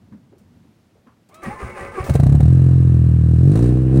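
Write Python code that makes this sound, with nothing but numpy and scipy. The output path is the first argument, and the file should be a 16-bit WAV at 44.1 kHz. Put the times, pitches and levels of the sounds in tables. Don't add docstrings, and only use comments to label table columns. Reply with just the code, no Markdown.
import sys
import numpy as np
from scipy import signal
from scipy.fft import rfft, irfft
from scipy.io import wavfile
from scipy.ndimage import uniform_filter1d, minimum_filter1d

SR = 44100
rng = np.random.default_rng(int(sys.argv[2]) if len(sys.argv) > 2 else 0)


def wav_record(signal):
    frames = np.transpose(np.atleast_2d(signal))
    bounded = np.clip(frames, -1, 1)
    quanta = np.round(bounded * 32767).astype(np.int16)
    wavfile.write(sys.argv[1], SR, quanta)


N = 176400

# frequency_hz, gain_db
AIR_SPECTRUM = [(18, -47), (30, -29.5), (90, -0.5), (164, -5.5), (230, -3), (467, -17), (691, -18.5),
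                (1200, -25), (1470, -25.5), (2910, -30), (4780, -33), (10700, -40.5), (15500, -43.5)]
RUMBLE_SPECTRUM = [(40, -43), (85, 0.5), (130, -6), (230, -2), (330, -20), (1500, -36.5), (9000, -62)]
# start_s, level_db, pitch_hz, decay_s
BODY_KNOCKS = [(0.118, -34.5, 190, 0.032), (.318, -46.5, 384, 0.032), (.64, -48.5, 187, .03),
               (.95, -56.5, 497, 0.042), (1.062, -44.5, 260, 0.02), (1.064, -53, 1080, 0.037),
               (1.288, -52, 566, 0.073), (1.461, -24, 181, 0.026), (2.06, -27.5, 650, .012)]
# start_s, level_db, decay_s
METAL_CLICKS = [(0.381, -63.5, .03), (1.288, -56, 0.012), (1.342, -47.5, 0.013), (1.432, -46, 0.018),
                (2.04, -43, 0.09), (2.064, -56, 0.021), (2.138, -37.5, 0.0084)]

# harmonic_number, relative_level_db
SPIN_HARMONICS = [(1, -53), (2, -50.5), (3, -75), (4, -64), (5, -72), (6, -69)]
MESH_HARMONICS = [(1, -40.5), (2, -42), (3, -43), (4, -49), (5, -49.5), (6, -54)]
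# pitch_hz, relative_level_db
HOUSING_MODES = [(476, -48), (548, -45), (1048, -50.5), (1215, -55), (1552, -53), (1760, -53), (2012, -52),
                 (2205, -55.5)]
# peak_s, relative_load, thump_db
COMPRESSIONS = [(1.469, 1.06, -31.5), (1.634, .7, -28), (1.814, 1, -30.5), (2.005, 1.14, -26.5)]
# frequency_hz, gain_db
GRIND_SPECTRUM = [(120, -44.5), (200, -2.5), (304, -9.5), (371, 4.5), (407, -7), (544, -6.5), (596, -16),
                  (653, -9.5), (769, -8.5), (923, -11), (1190, -2.5), (1350, -11.5), (1540, -16),
                  (2210, -11), (3240, -29.5), (7480, -33), (9310, -26.5), (11600, -48.5), (15500, -39)]
THUMP_SPECTRUM = [(30, -27), (55, -0.5), (80, -3), (125, -3), (170, -12.5), (400, -38), (1500, -74)]
SPIN_S, ENGAGE_S, RELEASE_S = 1.281, 1.417, 2.14

# start_s, impulse_db, crack_db
HARD_FIRINGS = [(2.086, -11, -40), (2.09, -9.5, -19), (2.101, -3, -34), (2.148, -1, -17.5),
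                (2.193, -0.5, -22), (2.228, 0, -24), (2.26, 1, -25), (2.289, -2.5, -29),
                (2.318, 0.5, -26.5), (2.345, 3.5, -24.5), (2.373, -4.5, -53), (2.399, -1.5, -24),
                (3.55, -30, -24), (3.568, -31, -36), (3.585, -26, -30)]
# frequency_hz, gain_db
ROUND_BARK_RESPONSE = [(60, -33), (130, -11), (175, -1.5), (230, 0), (300, -8.5), (420, -23.5),
                       (800, -37.5), (2500, -75.5)]
CRACK_SPECTRUM = [(150, -12.5), (420, 3.5), (740, 1.5), (950, -9), (1600, -15), (2800, -22.5), (3400, -27),
                  (3900, -19.5), (4600, -30), (9000, -23.5), (11500, -33.5), (15500, -37)]

# frequency_hz, gain_db
BOOM_RESPONSE = [(20, -60), (40, -29.5), (58, -7.5), (75, 0.5), (98, -2.5), (120, -1.5), (136, 7),
                 (165, -7), (205, -18.5), (260, -26), (340, -43.5), (600, -71.5), (1500, -100)]
BARK_RESPONSE = [(60, -53.5), (140, -30.5), (200, -5), (255, -4.5), (320, 2), (385, -9), (450, -9.5),
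                 (530, -18), (620, -34.5), (900, -43.5), (2500, -70)]
# frequency_hz, gain_db
BURBLE_SPECTRUM = [(50, -19.5), (180, 3), (420, -3), (700, -15), (1000, -27.5), (3000, -55)]
HISS_SPECTRUM = [(500, -29), (1500, -2), (2900, -10.5), (3400, -4), (3900, 5.5), (4500, -0.5), (7000, -3),
                 (8600, 3), (10000, -2), (11500, -29), (14500, -10.5), (16000, -11.5)]
CLATTER_SPECTRUM = [(350, -34), (600, -2.5), (735, -2.5), (921, -17.5), (1000, -6), (1420, -11.5),
                    (1740, -9.5), (2080, -18.5), (2790, -16.5), (3400, -26.5), (4420, -48.5), (7480, -120)]
# time_s, boom_db, bark_db, clatter_db, hiss_db
ENGINE_LEVELS = [(2.42, -7, -27.5, -44, -50), (2.436, -7.5, -29.5, -46, -53.5),
                 (2.568, -9, -27.5, -48, -57.5), (3.224, -11, -33, -50.5, -61.5),
                 (3.326, -10.5, -30, -50.5, -58.5), (3.338, -9.5, -26, -52.5, -56),
                 (3.36, -10.5, -32, -48, -56.5), (3.474, -8, -22, -49.5, -56.5),
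                 (3.564, -13, -21, -43, -51), (3.648, -11.5, -19, -45, -53),
                 (3.84, -14.5, -23.5, -50.5, -63), (3.908, -13, -22, -47, -62.5),
                 (3.974, -11, -15, -46.5, -52.5), (3.985, -9, -18, -46, -56)]
# time_s, firing_rate_hz
FIRING_RATE = [(2.42, 36.06), (2.5, 43.69), (2.6, 43.62), (2.73, 43.4), (3.0, 41.52), (3.24, 40.12),
               (3.36, 40.61), (3.44, 44.29), (3.49, 48.75), (3.56, 54.64), (3.62, 59.4), (3.74, 62.85),
               (3.9, 64.38), (4.0, 68.33)]
CYLINDER_OFFSETS = [.4, -1, .2, -0.93]
RUN_FROM_S, FIRING_JITTER_S, FIRING_SCATTER_DB = 2.427, 0.00022, 0.5
PUFF_DELAY_S, PUFF_RISE_S, PUFF_DECAY_S = 0.001, 0.0038, 0.0071

TIME = np.arange(N) / SR


def undb(db):
    return 10 ** (np.asarray(db) / 20)


def colour(x, spectrum):
    size = 2 * N
    hz, db = np.array(sorted(spectrum), float).T
    log_hz = np.log(np.maximum(np.fft.rfftfreq(size, 1 / SR), 1))
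    gain = undb(np.interp(log_hz, np.log(hz), db))
    cepstrum = irfft(np.log(gain / np.sqrt(np.mean(gain ** 2))))
    cepstrum[1:N] *= 2
    cepstrum[N + 1:] = 0
    return irfft(rfft(x, size) * np.exp(rfft(cepstrum)))[:N]


def noise(spectrum):
    return colour(rng.standard_normal(N), spectrum)


def wander(rate_hz):
    hold = int(SR / rate_hz)
    steps = np.repeat(rng.standard_normal(N)[:N // hold + 1], hold)
    return 1.3 * uniform_filter1d(steps, hold)[:N]


def tone(hz):
    return np.sqrt(2) * np.sin(2 * np.pi * np.cumsum(hz) / SR)


def ramp(start_s, rise_s):
    return np.clip((TIME - start_s) / rise_s, 0, 1)


def burst(start_s, rise_s, decay_s):
    return ramp(start_s, rise_s) * np.exp(-np.maximum(TIME - start_s - rise_s, 0) / decay_s)


def bump(peak_s, width_s):
    return np.exp(-0.5 * ((TIME - peak_s) / width_s) ** 2)


def impulses(times_s, sizes):
    samples = np.clip(np.round(times_s * SR), 0, N).astype(int)
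    return np.bincount(samples, sizes, N + 1)[:N]


def steady_rms(x):
    running = (TIME > RUN_FROM_S) * 1.
    smooth = lambda v: np.abs(uniform_filter1d(uniform_filter1d(v, 2200), 2200))
    return x * np.sqrt(smooth(running) / (smooth(x * x * running) + 1e-12))


def background():
    rumble = noise(RUMBLE_SPECTRUM) * undb(-53 + 1.2 * wander(20.4)) * (1 - ramp(0.682, 0.058))
    return noise(AIR_SPECTRUM) * undb(-56.5 + 1.2 * wander(4.3)) + rumble


def metal_clicks():
    envelope = sum(undb(db) * burst(start, 0.0013, decay) for start, db, decay in METAL_CLICKS)
    return envelope * noise([(400, 5), (2000, 7), (9500, 9), (11500, 1), (15000, 6)])


def body_knocks():
    rattle = undb(-22.5) * noise([(100, -10), (400, 3), (1700, 0), (3000, -20), (12000, -28)])
    out = np.zeros(N)
    for start, db, hz, decay in BODY_KNOCKS:
        resonator = signal.iirpeak(hz, Q=1 / 0.58, fs=SR)
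        body = signal.lfilter(*resonator, signal.lfilter(*resonator, rng.standard_normal(N)))
        out += undb(db) * (body / body.std() + rattle) * burst(start, 0.0083, decay)
    return out


def starter_whine(grind):
    spin_hz = 653 * (1 - np.exp(-np.maximum(TIME - SPIN_S, 0) / 0.022))
    whine = sum(undb(db) * tone(k * spin_hz) for k, db in SPIN_HARMONICS)
    free = ramp(SPIN_S, 0.077) * (1 - ramp(ENGAGE_S, 0.026))
    return free * (whine + undb(-52.5) * grind)


def compression_load(lead_s):
    return sum(load * bump(peak - lead_s, width_s=0.038) for peak, load, _ in COMPRESSIONS)


def starter_gears(grind):
    mesh_hz = 447.7 * (1 - 0.15 * compression_load(lead_s=0) + 0.007 * wander(120))
    mesh = sum(undb(db + 5.93 * wander(40)) * tone(k * mesh_hz) for k, db in MESH_HARMONICS)
    teeth = grind * (1 + tone(mesh_hz) / 2) * undb(1.2 * wander(150))
    housing = sum(undb(db + 5.2 * wander(30.24)) * tone(hz + 15 * wander(90)) for hz, db in HOUSING_MODES)
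    strain = compression_load(lead_s=0.0083)
    gears = mesh * undb(-13.5 + 12 * strain) + teeth * undb(-40 + 4 * strain)
    engaged = ramp(ENGAGE_S, 0.023) * np.exp(-np.maximum(TIME - RELEASE_S, 0) / 0.046)
    slack = sum(bump(peak + 0.105, width_s=0.017) for peak, _, _ in COMPRESSIONS[:-1])
    return engaged * undb(-4.5 * slack) * (gears + housing * undb(-1.5 * strain))


def compression_thumps():
    envelope = sum(undb(db) * burst(peak - 0.0092, 0.0093, 0.054) for peak, _, db in COMPRESSIONS)
    return envelope * noise(THUMP_SPECTRUM)


def hard_firings():
    times_s, impulse_db, _ = np.array(HARD_FIRINGS).T
    blows = impulses(times_s, undb(impulse_db))
    pipe = undb(22) * colour(blows, BOOM_RESPONSE) + undb(11.5) * colour(blows, ROUND_BARK_RESPONSE)
    cracks = sum(undb(db) * burst(start + 0.00434, 0.0027, 0.0064) for start, _, db in HARD_FIRINGS)
    return pipe + cracks * noise(CRACK_SPECTRUM)


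def gas_puffs(times_s, sizes):
    kicks = impulses(times_s + PUFF_DELAY_S, sizes)
    flow = signal.lfilter([1], [1, -np.exp(-1 / (PUFF_DECAY_S * SR))], kicks)
    return signal.lfilter(*signal.butter(1, 1 / (np.pi * PUFF_RISE_S), fs=SR), flow)


def pulsed_noise(spectrum, puffs, depth, steady):
    envelope = (steady + depth * puffs) / np.hypot(steady + depth / 4, depth / 4)
    return noise(spectrum) * envelope * ramp(RELEASE_S, 0.02)


def running_engine():
    level_times_s, *levels_db = np.array(ENGINE_LEVELS).T
    gains = [undb(np.interp(TIME, level_times_s, db)) for db in levels_db]
    boom_gain, bark_gain, clatter_gain, hiss_gain = gains
    firing_hz = np.interp(TIME, *np.array(FIRING_RATE).T) * (TIME >= RUN_FROM_S)
    cycles = np.cumsum(firing_hz) / SR
    count = int(cycles[-1]) + 1
    jitter, size_scatter, bark_scatter, gas_scatter = rng.standard_normal((200, 4))[:count].T
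    times_s = np.maximum(np.interp(np.arange(count), cycles, TIME), RUN_FROM_S) + FIRING_JITTER_S * jitter
    sizes = undb(np.resize(CYLINDER_OFFSETS, count) + FIRING_SCATTER_DB * size_scatter)
    boom = steady_rms(colour(impulses(times_s, sizes), BOOM_RESPONSE))
    bark = steady_rms(colour(impulses(times_s, sizes * undb(1.3 * bark_scatter)), BARK_RESPONSE))
    puffs = gas_puffs(times_s, sizes * undb(1.2 * gas_scatter))
    burble = undb(-10.5) * steady_rms(noise(BURBLE_SPECTRUM) * puffs)
    depth = (hiss_gain / undb(-58)) ** 0.94
    hiss = undb(1) * pulsed_noise(HISS_SPECTRUM, puffs, depth, steady=0.35)
    clatter = undb(1) * pulsed_noise(CLATTER_SPECTRUM, puffs, depth, steady=0.79)
    return boom * boom_gain + (bark + burble) * bark_gain + hiss * hiss_gain + clatter * clatter_gain


def scene():
    engine = running_engine() + hard_firings()
    grind = noise(GRIND_SPECTRUM)
    cranking = starter_whine(grind) + starter_gears(grind) + compression_thumps()
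    return (engine + cranking + metal_clicks() + body_knocks() + background())[None]


def record(dry):
    ceiling, window, cutoff_hz = 0.95, int(0.004 * SR), 15800
    gain = minimum_filter1d(ceiling / np.maximum(np.abs(dry), ceiling), 2 * window)
    limited = dry * uniform_filter1d(gain, window)
    return signal.sosfilt(signal.ellip(8, 0.2, 70, cutoff_hz, fs=SR, output="sos"), limited)


dry = scene()
out = record(dry)
wav_record(out)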